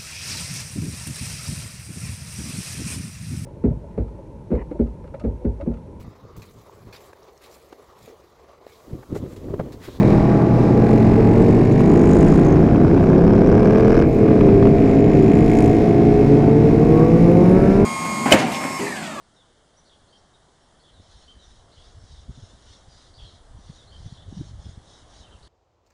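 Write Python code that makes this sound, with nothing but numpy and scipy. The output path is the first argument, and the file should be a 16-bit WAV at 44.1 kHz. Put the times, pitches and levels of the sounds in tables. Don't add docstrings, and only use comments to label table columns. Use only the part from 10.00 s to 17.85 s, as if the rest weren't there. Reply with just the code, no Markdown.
import sys
import numpy as np
from scipy import signal
from scipy.fft import rfft, irfft, next_fast_len
from scipy.io import wavfile
from scipy.ndimage import uniform_filter1d, minimum_filter1d, map_coordinates

SR = 44100
rng = np.random.default_rng(int(sys.argv[2]) if len(sys.argv) > 2 else 0)


def transcribe(signal):
    frames = np.atleast_2d(signal).T
    limited = np.clip(frames, -1, 1)
    pcm = np.round(limited * 32767).astype(np.int16)
    wavfile.write(sys.argv[1], SR, pcm)


N = 346185
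TIME = np.arange(N) / SR

# time_s, cycle_rate_hz
RIDER_SPEED = [(0,40.5), (.6,42.1), (.9,43.6), (1.4,46.3), (2,51.1), (2.5,55), (2.7,54), (3,53.8),
               (3.6,52.9), (4.1,53.15), (4.7,53.6), (5.5,55.45), (6.1,56.6), (7,55.9), (7.5,55.55),
               (7.85,55.7)]
LEAD_SPEED = [(0,30.5), (.14,30), (.27,31.5), (.5,30.5), (1,29), (1.4,27.6), (1.6,28.2), (1.78,30.8)]
TWIN_SPEED = [(1.88,28), (2,30.4), (2.15,32.1), (2.3,31.5), (2.5,27.1), (2.65,28.1), (3,31.85), (3.5,37.35),
              (4.03,42.9), (4.22,40.85), (4.55,36.4)]
CRUISER_SPEED = [(4.4,32.8), (5,34), (5.7,35.05), (6.3,36.05), (7,36.85), (7.85,37.4)]
REVVING_SPEED = [(5.9,33.2), (6.2,34.7), (6.5,36.7), (6.7,37.35), (7,39.75), (7.25,42.5), (7.5,45.5),
                 (7.85,50.2)]
# time_s, level_db
RIDER_VIBRATION = [(0,2), (.6,-11), (.9,1.5), (1.4,-2), (2,0), (2.5,-1), (2.9,-9), (3.6,-11.5), (4.6,-2.5),
                   (4.8,1), (5.6,3.5), (5.8,1.5), (6.2,-0.5), (7,-1.5), (7.85,-9)]
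CASING_LEVEL = [(0,-58.5), (3.4,-57), (3.9,-43.5), (4.6,-52), (4.8,-46), (5.62,-44), (5.76,-49.5),
                (6.5,-53.5), (7.85,-46.5)]
TWIN_THROTTLE = [(1.88,-5), (2,-2.5), (2.15,0), (2.42,-2.5), (2.8,-1.5), (3.2,0.5), (3.6,0.5), (4.03,0.5),
                 (4.1,-19), (4.26,-1), (4.54,-3.5), (4.72,-21)]
REVVING_LEVEL = [(5.95,-6), (6.3,-3), (6.6,-1.5), (7,1), (7.3,3), (7.85,1.5)]

# cycle_rate_multiple, pulling_db, cruising_db
RIDER_ORDERS = [(2,-26,-23.5), (3,-28,-27.5), (4,-22,-21.5), (5,-19,-23), (6,-28,-26), (7,-26.5,-31.5),
                (8,-25.5,-33), (9,-28,-39.5)]
# cycle_rate_multiple, level_db
WHINE_ORDERS = [(12,-37.5), (13,-34)]
LEAD_ORDERS = [(4,-17), (8,-30), (12,-37.5), (16,-33)]
TWIN_ORDERS = [(2,-31), (3,-22.5), (5,-20.5), (6,-22), (8,-22.5), (9,-31), (10,-25.5), (11,-23.5),
               (12,-30.5), (13,-29.5), (14,-29)]
CRUISER_ORDERS = [(4,-25.5), (8,-26), (9,-28.5), (12,-27), (16,-30)]
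REVVING_ORDERS = [(4,-18.5), (8,-22.5), (12,-18)]
# pitch_hz, gain_db
EXHAUST_BOOM = [(80,-3.5), (120,-0.5), (170,0), (220,1.5), (265,-2), (330,0), (410,4), (460,0), (530,-8),
                (600,-14)]

# pitch_hz, gain_db
GROWL_TONE = [(300,-18), (405,20.5), (440,17.5), (510,-0.5), (600,9), (660,9.5), (740,4), (825,8.5),
              (900,-1.5), (1050,1), (1160,-3.5), (1300,-15), (2100,-16.5), (2700,-29.5), (3300,-36.5)]
WHINE_TONE = [(280,-30), (380,2), (500,5.5), (600,-1), (700,7.5), (790,-10), (1000,-14.5), (1600,-27.5),
              (2050,-21), (2190,-13), (2600,-28.5), (3300,-40)]
CLATTER_TONE = [(700,-31), (1300,-5.5), (1850,5.5), (2200,1), (2600,-4.5), (3000,-12), (3900,-10.5),
                (5200,-17.5), (8000,-37.5)]
CASING_TONE = [(1900,-32), (2080,-14), (2160,3.5), (2240,-5), (2300,-2), (2380,0), (2490,-14), (2580,-5),
               (2780,-32)]
# pitch_hz, gain_db
BUZZ_TONE = [(3500, -26.5), (5200, -6.5), (6000, -8.5), (6800, 1.5), (7600, -6.5), (8500, -9.5), (9400, -9),
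             (11000, -24), (15000, -29)]
SIZZLE_TONE = [(7000, -23.5), (9500, -1.5), (11700, 2.5), (12600, -4.5), (13500, -2), (15500, -6.5)]
GRIT_TONE = [(1, 7), (250, 4), (500, -11.5), (1200, -36)]
TICK_TONE = [(2500, -12), (7000, 6), (11000, -4), (15500, -18)]
# pitch_hz, gain_db
WIND_TONE = [(12, -32.5), (20, -2), (70, -3.5), (110, -9.5), (140, -29.5), (240, -120)]
DRONE_TONE = [(60, -29.5), (100, -1.5), (150, -1), (210, -2.5), (290, 0), (410, -4), (490, -7.5),
              (620, -19.5), (800, -26.5), (1100, -41.5), (2000, -56)]
ROAD_TONE = [(300, -19.5), (600, 8), (900, 1.5), (1200, -4), (1600, -8.5), (2400, -24.5), (3200, -27),
             (6000, -59)]
HISS_TONE = [(1000, -27.5), (1500, 12.5), (2500, 9), (3200, -1), (3900, 2), (4400, -1.5), (5200, 1.5),
             (6200, -4.5), (8000, -10.5), (11000, -16), (15500, -28)]
SPURT_TONE = [(8500,-22), (10500,-2), (13000,0), (15500,-1)]
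# pitch_hz, gain_db
POP_TONE = [(400,-9.5), (600,1.5), (850,6.5), (1250,5), (1520,-4.5), (1850,-9), (2450,-6.5), (3100,-17.5),
            (5000,-28), (8000,-39)]
BARK_TONE = [(330,-17.5), (450,10.5), (560,4), (680,8), (800,1.5), (950,-2), (1150,-3), (1500,-11.5),
             (1850,-21.5), (2400,-17.5), (3100,-17), (5000,-37)]
GAS_TONE = [(700,-8), (1000,2), (1270,3), (1430,10), (1660,9), (1820,-5), (2350,-2), (3100,-14), (5000,-36)]
RASP_TONE = [(2000, -21), (3200, 3), (4400, 0.5), (5400, 6.5), (6500, -4), (8200, -12), (9700, -9.5),
             (11000, -28), (15000, -45)]
# pitch_hz, gain_db
SNARL_TONE = [(550,-28), (760,3.5), (900,8), (1000,3), (1110,9), (1280,-10.5), (1450,-7.5), (1700,-14),
              (2000,-15.5), (3000,-22.5)]
BRASSY_TONE = [(1100,-14), (1300,4), (1500,1), (1720,4), (1900,-9), (2400,-15), (2900,-26)]

# time_s, wind_db, road_db, hiss_db, drone_db
BACKGROUND_LEVELS = [(0,-22.5,-30,-46,-15), (.6,-28,-29,-44,-15.5), (2,-22.5,-34.5,-47,-15.5),
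                     (3.5,-22,-30,-49,-16), (4.2,-25.5,-39,-48,-17), (5,-24.5,-33.5,-45,-14.5),
                     (6.5,-25.5,-34.5,-44.5,-17.5), (7.85,-25,-39,-43,-16.5)]
# start_s, end_s, start_hz, end_hz, level_db
SWELLS = [(-.3,1,1126,1164,-41), (0.547,1.048,495,481,-27), (.55,1.045,425,436,-25.5),
          (0.555,1.049,803,815,-34.5), (1.049,1.6,816,850,-34.5), (1.096,1.55,436,461,-19.5),
          (1.886,2.45,432,400,-35), (2.507,2.954,707,700,-32), (3.903,5.295,438.6,491,-28.5),
          (4.45,4.853,399.5,404,-21), (4.994,5.595,230.7,158.5,-20.5), (5.105,5.366,386,379.4,-17),
          (5.403,6.106,161.5,177.7,-22.5), (6.197,6.799,860,882,-37.5)]
# start_s, end_s, pitch_hz, level_db
RATTLES = [(0.851, 1.007, 7600, -65), (1.1, 1.7, 7740, -60), (1.637, 2.501, 6800, -56),
           (2.441, 2.568, 6370, -51), (4.752, 5.85, 6970, -54), (7.096, 8.006, 9394, -60.5)]
# middle_s, half_length_s, added_buzz_db, added_sizzle_db
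JOLTS = [(2.15,0.39,11.5,2), (4.15,0.095,10,4), (5.6,0.11,11.5,3), (7.5,1,5.5,8.5)]
# time_s, level_db
TICKS = [(1.7246,-36), (1.8068,-37), (2.0439,-42), (2.1033,-47.5), (2.1598,-39), (2.2741,-38), (2.3477,-40),
         (5.3812,-40), (5.525,-47.5), (5.5787,-42)]
POPS = [(1.806, -19), (1.9056, -25), (1.947, -24), (2.042, -23), (2.103, -27), (2.274, -17), (2.3246, -25),
        (2.389, -19), (2.46, -17), (2.5825, -24), (2.688, -19), (2.7583, -16), (2.976, -22), (3.188, -21),
        (4.282, -19), (4.3064, -21), (4.41, -18), (4.4788, -28), (4.489, -15.5), (4.6263, -15),
        (4.654, -17), (4.6707, -20)]
# middle_s, half_length_s, level_db
SPURTS = [(4.09,.016,-60), (4.15,.028,-62)]
# middle_s, half_length_s, added_snarl_db, brassy_db
SURGES = [(7.02,0.09,6.5,-53), (7.65,0.14,-2.5,-38)]

CRUISE_S, SETTLE_S = 2.7, 0.36
WHINE_S, WHINE_RISE_S = 2.78, 2
GROWL_DB, GROWL_DROP_DB = -26.5, 11
WHINE_DB, WHINE_DROP_DB = -31, 13
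HUM_FOLLOWS, WHINE_FOLLOWS, FAIRING_FOLLOWS = 0.37, 0.12, 0.76
CLATTER_DB, BUZZ_DB, SIZZLE_DB = -43, -62, -70
TWIN_HARSH_HZ = 33.7
TWIN_SHUT_S, SHUT_TAKES_S = 4.04, 0.03
BARK_DB, THROB_FOLLOWS = -25.5, 0.18
GAS_DB, GAS_DB_PER_HZ, GAS_DROP_DB = -41, 1, 4
RASP_DB, RASP_DB_PER_HZ, RASP_DROP_DB = -55, 0.69, 22
SNARL_MID_HZ, SNARL_DB, SNARL_DB_PER_HZ = 39, -40.5, 0.93


def amp(db):
    return 10 ** (np.asarray(db) / 20)


def unit(x):
    return x / np.sqrt(np.mean(x ** 2) + 1e-20)


def noise():
    return rng.standard_normal(N)


def curves(rows):
    times, *columns = np.transpose(rows)
    return [np.interp(TIME, times, column) for column in columns]


def ramp(at, length):
    return np.clip((TIME - at) / length + .5, 0, 1)


def arch(start, end):
    return np.sin(np.pi * np.clip((TIME - start) / (end - start), 0, 1))


def humps(rows):
    return sum(np.outer(heights, np.exp(-((TIME - s) / half) ** 2)) for s, half, *heights in rows)


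def present(rows, fade_s):
    start, end = rows[0][0], rows[-1][0]
    return np.interp(TIME, [start - fade_s, start, end, end + fade_s], [0, 1, 1, 0])


def wobble(rate):
    knots = rng.standard_normal(int(N * rate / SR) + 4)
    coarse = TIME[::32]
    return np.interp(TIME, coarse, map_coordinates(knots, [coarse * rate], mode="nearest"))


def colour(x, points):
    size = next_fast_len(N + 8192)
    hz, db = np.transpose(points)
    log_hz = np.log(np.fft.rfftfreq(size, 1 / SR) + 1)
    gain = amp(np.interp(log_hz, np.log(hz), db, left=-120, right=-120))
    return unit(irfft(rfft(x, size) * gain, size)[:N])


def cycles(rate, waver):
    return np.cumsum(rate * (1 + waver * wobble(12))) / SR


def tone(turns, order, db, rough):
    phase = 2 * np.pi * (order * turns + rng.random()) + rough * wobble(35)
    return np.sqrt(2) * amp(db) * (1 + rough * wobble(35)) * np.sin(phase)


def bursts(turns, rate, offset, decay_s, scatter_db):
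    whole, part = np.divmod(turns + 1 - offset, 1)
    heights = amp(scatter_db * np.clip(rng.standard_normal(2048), -2, 2))
    return heights[whole.astype(int) % len(heights)] * np.exp(-part / rate / decay_s)


def rises(x):
    return np.maximum(np.diff(x, prepend=x[0]), 0)


def repeating(turns, count, jitter):
    tones = amp(rng.normal(0, 1.5, count)) * np.exp(2j * np.pi * rng.random(count))
    wave = irfft(np.append(0, tones), 4096)
    place = (turns + jitter * wobble(60)) % 1
    return unit(np.interp(place, np.linspace(0, 1, len(wave)), wave))


def exhaust(turns, rate, orders, rough):
    boom_hz, boom_db = np.transpose(EXHAUST_BOOM)
    out = np.zeros(N)
    for order, db in orders:
        lift_db = np.interp(order * rate, boom_hz, boom_db)
        drift_db = 0.7 * wobble(3.15)
        out += tone(turns, round(order), db + lift_db + drift_db, rough)
    return out


def rider():
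    rate, vibration_db = curves(RIDER_SPEED) + curves(RIDER_VIBRATION)
    cruise = ramp(CRUISE_S, SETTLE_S)
    turns = cycles(rate, waver=0.001002)
    orders = [(k, pulling + cruise * (cruising - pulling)) for k, pulling, cruising in RIDER_ORDERS]
    hum = amp(HUM_FOLLOWS * vibration_db) * exhaust(turns, rate, orders, rough=0.1)
    upper = growl_and_whine(turns, cruise, vibration_db)
    knock = bursts(turns, rate, 0, decay_s=.001, scatter_db=1.5)
    rebound = .85 - .5 * cruise
    knock += rebound * bursts(turns, rate, 1 / 4, decay_s=.0015, scatter_db=2)
    valves = repeating(turns, count=140, jitter=0.00037) + 0.75 * noise()
    clatter = amp(CLATTER_DB + vibration_db) * colour((knock + 0.1) * valves, CLATTER_TONE)
    shake = uniform_filter1d(knock, size=45)
    return hum + upper + clatter + fairing(shake, vibration_db) + casing(turns, rate) + rattles(shake)


def growl_and_whine(turns, cruise, vibration_db):
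    wave = repeating(turns, count=80, jitter=.0025)
    echo = np.interp(TIME - .006 - .0005 * wobble(3), TIME, wave)
    growl_db = GROWL_DB - GROWL_DROP_DB * cruise + 1.2 * wobble(5.3)
    growl = amp(growl_db) * colour(wave + .7 * echo, GROWL_TONE)
    follow_db = WHINE_FOLLOWS * vibration_db
    whine = amp(WHINE_DB) * colour(wave, WHINE_TONE)
    for order, db in WHINE_ORDERS:
        whine += tone(turns, round(order), db + follow_db + 2.32 * wobble(4), rough=0.29)
    drop_db = WHINE_DROP_DB * (1 - ramp(WHINE_S, WHINE_RISE_S))
    return growl + amp(follow_db - drop_db + 0.93 * wobble(7.7)) * whine


def fairing(shake, vibration_db):
    buzz_db, sizzle_db = humps(JOLTS) + FAIRING_FOLLOWS * vibration_db + 1.9 * wobble(4.3)
    buzz = amp(BUZZ_DB + buzz_db) * colour((shake + .04) * noise(), BUZZ_TONE)
    sizzle = amp(SIZZLE_DB + sizzle_db) * colour((shake + .12) * noise(), SIZZLE_TONE)
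    return buzz + sizzle


def casing(turns, rate):
    level_db, = curves(CASING_LEVEL)
    blows = bursts(turns, rate, 0, decay_s=0.0058, scatter_db=1.5)
    scrape = .6 * unit((blows + .2) * noise())
    return amp(level_db + 1.5 * wobble(9)) * colour(unit(rises(blows)) + scrape, CASING_TONE)


def lead_four():
    rate, = curves(LEAD_SPEED)
    turns = cycles(rate, waver=0.0014)
    return present(LEAD_SPEED, fade_s=0.11) * exhaust(turns, rate, LEAD_ORDERS, rough=0.091)


def pack(count):
    firings = np.zeros(N)
    for _ in range(count):
        rate = rng.uniform(30, 55) * np.exp(.09 * wobble(.8))
        turns = cycles(rate, waver=0.00408)
        for cylinder in range(4):
            puff = bursts(turns, rate, cylinder / 4, decay_s=.002, scatter_db=5.0)
            firings += rng.uniform(0.066, 1) * rises(puff)
    return colour(unit(firings) + .5 * noise(), DRONE_TONE)


def surroundings():
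    wind_db, road_db, hiss_db, drone_db = curves(BACKGROUND_LEVELS)
    wind = amp(wind_db + 1.8 * wobble(8.8)) * colour(noise(), WIND_TONE)
    road = amp(road_db + 1.4 * wobble(12)) * colour(noise(), ROAD_TONE)
    hiss = amp(hiss_db + 1.4 * wobble(7.9)) * colour(noise(), HISS_TONE)
    return wind + amp(drone_db) * pack(count=5) + road + hiss


def swells():
    out = np.zeros(N)
    for start, end, from_hz, to_hz, db in SWELLS:
        turns = cycles(np.interp(TIME, [start, end], [from_hz, to_hz]), waver=0.00473)
        out += arch(start, end) * tone(turns, 1, db, rough=0.065)
    return out


def rattles(shake):
    grit = colour(shake * noise(), GRIT_TONE)
    out = np.zeros(N)
    for start, end, hz, db in RATTLES:
        spell = np.sqrt(np.abs(arch(start, end)))
        out += amp(db) * spell * grit * np.sin(2 * np.pi * hz * TIME)
    return out


def ticks(trim_db=-1, decay_s=0.0012):
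    loudness = np.zeros(N)
    t = np.arange(SR // 100) / SR
    for s, db in TICKS:
        loudness[round(s * SR):][:len(t)] += amp(db + trim_db) * np.exp(-t / decay_s)
    return loudness * colour(noise(), TICK_TONE)


def pops(trim_db=-3, decay_s=0.0036):
    loudness = np.zeros(N)
    for s, db in POPS:
        loudness += amp(db + trim_db) * ramp(s, .0012) * np.exp(-np.abs(TIME - s) / decay_s)
    return loudness * colour(noise(), POP_TONE)


def v_twin():
    rate, throttle_db = curves(TWIN_SPEED) + curves(TWIN_THROTTLE)
    turns = cycles(rate, waver=0.00069)
    extra_hz = np.maximum(rate - TWIN_HARSH_HZ, 0)
    shut = ramp(TWIN_SHUT_S, SHUT_TAKES_S)
    throb = amp(THROB_FOLLOWS * throttle_db) * exhaust(turns, rate, TWIN_ORDERS, rough=0.04)
    fired = turns + 0.0025 * wobble(70)
    puffs = 0.8 * bursts(fired, rate, 0, decay_s=.0028, scatter_db=1)
    puffs += bursts(fired, rate, 3 / 8, decay_s=.0024, scatter_db=1)
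    sweep = signal.chirp(np.arange(SR // 200) / SR, 3000, 1 / 200, 200, "logarithmic")
    bark = amp(BARK_DB) * colour(signal.fftconvolve(rises(puffs), sweep)[:N], BARK_TONE)
    flow = repeating(turns, count=120, jitter=.0008) + .7 * noise()
    gas = amp(GAS_DB + GAS_DB_PER_HZ * extra_hz - GAS_DROP_DB * shut) * colour(puffs * flow, GAS_TONE)
    rasp_db = RASP_DB + RASP_DB_PER_HZ * extra_hz - RASP_DROP_DB * shut
    rasp = amp(rasp_db) * colour(puffs * noise(), RASP_TONE)
    return present(TWIN_THROTTLE, fade_s=0.058) * (throb + amp(throttle_db) * (bark + gas + rasp))


def high_hiss():
    spurts, = humps([(s, half, amp(db)) for s, half, db in SPURTS])
    return spurts * colour(noise(), SPURT_TONE)


def cruising_four():
    rate, = curves(CRUISER_SPEED)
    turns = cycles(rate, waver=0.0016)
    return present(CRUISER_SPEED, fade_s=0.26) * exhaust(turns, rate, CRUISER_ORDERS, rough=0.12)


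def revving_four():
    rate, level_db = curves(REVVING_SPEED) + curves(REVVING_LEVEL)
    turns = cycles(rate, waver=0.00289)
    note = amp(level_db) * exhaust(turns, rate, REVVING_ORDERS, rough=0.26)
    surge_db, brass = humps([(s, half, db, amp(brassy_db)) for s, half, db, brassy_db in SURGES])
    snarl_db = SNARL_DB + level_db + SNARL_DB_PER_HZ * (rate - SNARL_MID_HZ) + surge_db
    waves = repeating(4 * turns, count=18, jitter=.015) + .65 * repeating(turns, count=72, jitter=.004)
    snarl = amp(snarl_db + 2.3 * wobble(22)) * colour(waves, SNARL_TONE)
    return present(REVVING_LEVEL, fade_s=0.2) * (note + snarl + brass * colour(waves, BRASSY_TONE))


def scene():
    near = rider() + ticks() + high_hiss() + v_twin() + pops()
    return (near + lead_four() + cruising_four() + revving_four() + swells() + surroundings())[None]


def record(dry, ceiling=0.91, cutoff_hz=16300):
    needed_gain = np.minimum(1, ceiling / (np.abs(dry) + 1e-9))
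    held_gain = minimum_filter1d(needed_gain, size=500)
    gain = uniform_filter1d(uniform_filter1d(held_gain, size=250), size=250)
    fade_out = np.minimum(1, (TIME[-1] - TIME) / .004)
    treble_cut = signal.cheby2(16, 60, cutoff_hz, fs=SR, output="sos")
    return signal.sosfiltfilt(treble_cut, dry * gain * fade_out, padlen=500)


dry = scene()
out = record(dry)
transcribe(out)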